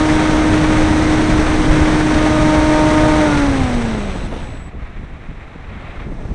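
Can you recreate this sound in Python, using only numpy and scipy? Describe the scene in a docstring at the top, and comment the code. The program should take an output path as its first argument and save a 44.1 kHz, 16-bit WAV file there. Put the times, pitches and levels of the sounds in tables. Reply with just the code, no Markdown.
"""The two-bladed propeller of an electric model aircraft drones at full power, one pressure pulse a blade.
The throttle closes: the drone and the motor tones fall, the mount buzzes, and the speed controller
whistles as it chops the current. The aircraft glides on, with turbulent air hissing over the airframe.
All is heard from a small camera on the fuselage, where the slipstream rushes along the case and
eddies buffet the microphone."""
import sys
import numpy as np
from scipy import signal
from scipy.fft import rfft, irfft, next_fast_len
from scipy.io import wavfile
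from scipy.ndimage import uniform_filter1d

SR = 44100
rng = np.random.default_rng(int(sys.argv[2]) if len(sys.argv) > 2 else 0)


def generate_wav(sig):
    """Save sig (samples, or channels by samples) to the path in sys.argv[1] as 16-bit PCM at SR."""
    pcm = np.round(np.clip(np.atleast_2d(sig).T, -1, 1) * 32767).astype(np.int16)
    wavfile.write(sys.argv[1], SR, pcm)


N = 279594

# air over wings and tail, swelling as the aircraft banks: time_s, level_db
AIRFRAME_LEVEL = [(0, -49.5), (3.6, -39), (4.2, -45), (4.85, -41.5), (5.35, -44), (5.85, -38), (6.02, -38),
                  (6.1, -47.5)]
# spectrum of that hiss: frequency_hz, density_db
AIRFRAME_SPECTRUM = [(250, -8), (450, -3.5), (700, 4.5), (950, 0), (1150, 2.5), (1500, -1), (2100, 1.5),
                     (2500, -3), (3000, -11), (3800, -11.5), (4700, -25), (8000, -35)]
# brief dips in the hiss: time_s, depth_db, half_width_s
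HISS_DIPS = [(4.3, -4, 0.032), (4.745, -5, 0.058)]
# wind strength at the camera, weakest in the glide: time_s, level_db
WIND_STRENGTH = [(0, -2), (.5, 1), (1.8, 1.5), (2.15, -2.5), (3.1, -1.5), (4.38, -5.5), (4.68, -13.5),
                 (5.6, -15.5), (5.95, -12), (6.25, -7)]
# spectrum of the large eddies: frequency_hz, density_db
LARGE_EDDY_SPECTRUM = [(12, -6.5), (25, 2.5), (45, -5), (75, -5), (130, -12.5), (250, -19.5), (500, -36)]
# spectrum of the small eddies: frequency_hz, density_db
SMALL_EDDY_SPECTRUM = [(70, -14), (140, -3.5), (280, -6), (450, -9.5), (900, -17), (2000, -35)]
# single gusts on the microphone port: time_s, level_db, half_width_s, upper_edge_hz
GUSTS = [(0.642, -20, 0.011, 1300), (.81, -23, 0.02, 60), (1.71, -9, 0.018, 50), (1.822, -12, 0.02, 50),
         (2.597, -13, 0.023, 70), (3.055, -15, 0.02, 375), (4.22, -31, 0.022, 150),
         (4.332, -26.5, 0.013, 786), (4.747, -31, 0.0084, 280), (4.836, -21, .014, 60),
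         (5.317, -33, 0.0052, 257), (5.559, -28.5, 0.005, 298), (6.08, -25, 0.024, 200)]
# spectrum of the flow along the case, with its resonances: frequency_hz, density_db
CASE_SPECTRUM = [(110, 1), (190, -2), (280, -0.5), (400, -5.5), (700, -6.5), (1100, -9.5), (2100, -11),
                 (2800, -19), (3800, -19.5), (4900, -27), (6000, -23), (7200, -31.5), (8400, -27.5),
                 (10000, -38.5), (10800, -50)]
# spectrum of the buzzing motor mount: frequency_hz, density_db
MOUNT_SPECTRUM = [(2300, 1.5), (2700, 2.5), (3300, -2.5), (4100, -1.5), (4700, -23.5)]
# spells of part throttle, when the controller chops the current: start_s, end_s, attack_s, level_db
WHISTLE_SPELLS = [(3.33, 4.28, .15, -54.5), (4.385, 4.703, .04, -55.5)]
# motor tones and the resonances they sweep through: shaft_multiple, resonance_hz, bandwidth_hz, peak_db
MOTOR_TONES = [(9.735, 1429, 98, -27.5), (12.03, 860, 230, -45), (41.6, 6490, 300, -53),
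               (120, 9200, 1200, -60.5)]
# the shaft runs at full power, then winds down: time_s, speed_hz
SHAFT_SPEED = [(0, 154.8), (1.4, 154.8), (2.2, 153.75), (3.2, 153.7), (3.52, 137.5), (3.7, 123.5),
               (3.9, 112), (4.1, 95.5), (4.46, 70), (4.9, 0)]
# sharpness of the blade pulse, as air meets the propeller more or less askew: time_s, sharpness_db
PULSE_SHARPNESS = [(0, -4), (1, -9.5), (1.5, -19.5), (2, -8), (2.25, -2), (2.65, -0.5), (3.15, 0),
                   (3.55, -4.5), (4.2, -4)]
# even harmonics that form the edge of the pulse: shaft_multiple, relative_db
EDGE_HARMONICS = [(6, 0.5), (8, -4.5), (10, -16)]
# odd harmonics from unequal blades, relative to the edge: shaft_multiple, relative_db
UNBALANCE_HARMONICS = [(3, -10.5), (5, -9.5), (7, -11.5)]


def from_db(db):
    """Amplitude grows tenfold with every 20 decibels."""
    return 10 ** (np.asarray(db) / 20)


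def unit_power(x):
    """A signal divided by its RMS value has unit power."""
    return x / np.sqrt(np.mean(x ** 2) + 1e-20)


def curve(rows):
    """Linear interpolation gives a time table a value at every sample."""
    return np.interp(np.arange(N) / SR, *np.transpose(rows))


def drift(rate_hz):
    """Low-pass filtered noise wanders smoothly, with unit spread."""
    pole = np.exp(-80 * np.pi * rate_hz / SR)  # one step every 40 samples
    slow = signal.lfilter([1], [1, -2 * pole, pole * pole], rng.standard_normal(N // 40 + 2002))[2000:]
    return np.interp(np.arange(N) / 40, np.arange(len(slow)), unit_power(slow))


def shaped_noise(spectrum):
    """Spectral shaping colours white noise; it has unit power and falls steeply past the table's ends."""
    size = next_fast_len(N)
    hz = np.maximum(np.fft.rfftfreq(size, 1 / SR), 1)
    points_hz, density_db = np.transpose(spectrum)
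    gain = from_db(np.interp(np.log(hz), np.log(points_hz), density_db))
    gain *= np.minimum(hz / points_hz[0], 1) ** 2 * np.minimum(points_hz[-1] / hz, 1) ** 2
    return unit_power(irfft(rfft(rng.standard_normal(size)) * gain, size)[:N])


def evened(x, window_s):
    """Division by the running RMS value holds short-term power near 1."""
    return x / np.sqrt(uniform_filter1d(x ** 2, int(window_s * SR) + 1) + 1e-9)


def electronics(pitch_hz=7400, level_db=-78):
    """A thin tone with wandering phase, masked until the motor is still."""
    return np.sqrt(2) * from_db(level_db) * np.sin(2 * np.pi * pitch_hz * np.arange(N) / SR + .6 * drift(15))


def hiss_dips():
    """A gain envelope with Gaussian notches lowers the hiss briefly."""
    t = np.arange(N) / SR
    return from_db(sum(db * np.exp(-((t - time_s) / width_s) ** 2) for time_s, db, width_s in HISS_DIPS))


def airframe_hiss(flutter_db=1.5):
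    """Turbulent flow over wings and tail radiates a fluttering broadband hiss."""
    return from_db(curve(AIRFRAME_LEVEL) + flutter_db * drift(35)) * shaped_noise(AIRFRAME_SPECTRUM)


def wind_buffet(wind_db):
    """Eddies press on the microphone: large ones thud, more fitfully in light wind; small ones are lumpy."""
    swell_db, lump_db = 2.0 - .12 * wind_db, 2.5
    large = evened(shaped_noise(LARGE_EDDY_SPECTRUM), window_s=0.074) * from_db(swell_db * drift(14.3))
    small = evened(shaped_noise(SMALL_EDDY_SPECTRUM) * from_db(lump_db * drift(42)), window_s=0.11)
    return from_db(-19 + 0.86 * wind_db) * large + from_db(-24 + 1.31 * wind_db) * small


def gusts():
    """Each gust is a pressure transient at the port: band-limited noise under a Gaussian envelope."""
    t, out = np.arange(N) / SR, 0
    for time_s, level_db, width_s, upper_hz in GUSTS:
        band = signal.butter(2, [upper_hz / 5, upper_hz], "band", fs=SR, output="sos")
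        puff = evened(signal.sosfilt(band, rng.standard_normal(N)), window_s=0.024)
        out = out + from_db(level_db) * np.exp(-.5 * ((t - time_s) / width_s) ** 2) * puff
    return out


def case_wash(angle, speed_hz, sharp_db, wind_db, wake_depth=0.1, flutter_db=0.75):
    """Slipstream and wind add in power along the case; each blade's wake modulates the rush."""
    relative_speed = speed_hz / speed_hz.max()
    slipstream = from_db(-18 + 0.06 * sharp_db) * relative_speed ** 2.8
    flow = np.hypot(slipstream, from_db(-35.5 + wind_db))
    wakes = 1 + wake_depth * relative_speed * np.cos(2 * angle - .4)
    return flow * from_db(flutter_db * drift(40)) * wakes * shaped_noise(CASE_SPECTRUM)


def mount_buzz(angle, speed_hz, level_db=-43, critical_hz=97.0, width_hz=41.0, depth=0.95):
    """Forced vibration: the shaft shakes its mount once a turn, hardest at the critical speed."""
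    shake = np.exp(-((speed_hz - critical_hz) / width_hz) ** 2) * (1 + depth * np.cos(angle))
    return from_db(level_db) * shake * shaped_noise(MOUNT_SPECTRUM)


def controller_whistle(angle, switching_hz=7921, sideband_db=-14, release_s=0.027):
    """Commutation, twelve times a turn, modulates the switching tone; sidebands close in as it slows."""
    t = np.arange(N) / SR
    envelope = sum(from_db(db) * np.clip(np.minimum((t - start_s) / attack_s, (end_s - t) / release_s), 0, 1)
                   for start_s, end_s, attack_s, db in WHISTLE_SPELLS)
    commutation = 1 + 2 * from_db(sideband_db) * np.cos(12 * angle + .15 * drift(30))
    return np.sqrt(2) * envelope * commutation * np.sin(2 * np.pi * switching_hz * t)


def motor_whine(angle, speed_hz, jitter_rad=0.043):
    """Bearing and magnet tones fall with the shaft and swell by resonance in the mount."""
    angle, out = angle + jitter_rad * drift(40), 0
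    for multiple, resonance_hz, bandwidth_hz, peak_db in MOTOR_TONES:
        response = 1 / (1 + (2 * (multiple * speed_hz - resonance_hz) / bandwidth_hz) ** 2)
        out = out + from_db(peak_db) * np.sqrt(2) * response * np.sin(multiple * angle)
    return out


def thrust_share(speed_hz, idle_hz=86.4):
    """Thrust grows with the square of shaft speed and vanishes where the blades idle."""
    return np.maximum(speed_hz ** 2 - idle_hz ** 2, 0) / (speed_hz.max() ** 2 - idle_hz ** 2)


def propeller(angle, speed_hz, sharp_db, sway_rad=0.019):
    """Periodic pressure dips from the blades form a harmonic series; sharp ones have strong overtones."""
    angle = angle + sway_rad * drift(26)  # gusts bend the timing
    waver_db = 1.8 - 0.17 * sharp_db  # overtones are steadier in a sharp pulse
    tone_db, edge_db = -15 + 0.11 * sharp_db, -25.5 + sharp_db
    octave_gain = np.hypot(from_db(-34), from_db(-19 + 2.85 * sharp_db))  # a blunt pulse keeps some
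    blade_tone = from_db(tone_db + 0.5 * drift(6.3)) * np.cos(2 * angle)
    octave = octave_gain * from_db(waver_db * drift(5.7)) * np.cos(4 * angle)
    edge = sum(from_db(edge_db + db + waver_db * drift(8.9)) * np.cos(multiple * angle)
               for multiple, db in EDGE_HARMONICS)
    shaft_hum = from_db(tone_db - 14 + 2.6 * drift(5.2)) * np.cos(angle)  # unbalance, once a turn
    wobble = sum(from_db(edge_db + db + 1.8 * drift(4.6)) * np.cos(multiple * angle)
                 for multiple, db in UNBALANCE_HARMONICS)
    pulses = -np.sqrt(2) * (blade_tone + octave + edge + shaft_hum + wobble)
    return thrust_share(speed_hz) ** .65 * pulses


def scene():
    """The sources superpose: one shaft drives propeller, motor and slipstream, and the wind outlasts it."""
    speed_hz, sharp_db, wind_db = curve(SHAFT_SPEED), curve(PULSE_SHARPNESS), curve(WIND_STRENGTH)
    angle = 2 * np.pi * np.cumsum(speed_hz) / SR
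    drone = propeller(angle, speed_hz, sharp_db)
    tones = motor_whine(angle, speed_hz) + controller_whistle(angle) + electronics()
    hiss = case_wash(angle, speed_hz, sharp_db, wind_db) + mount_buzz(angle, speed_hz) + airframe_hiss()
    return (drone + tones + hiss_dips() * hiss + wind_buffet(wind_db) + gusts())[None]


def record(dry):
    """Soft saturation in the camera rounds the highest peaks; a steep low-pass filter limits the band."""
    cutoff_hz = 10790
    rounded = dry / (1 + dry ** 6) ** (1 / 6)
    return signal.sosfilt(signal.ellip(14, .1, 90, cutoff_hz, fs=SR, output="sos"), rounded)


dry = scene()
out = record(dry)
generate_wav(out)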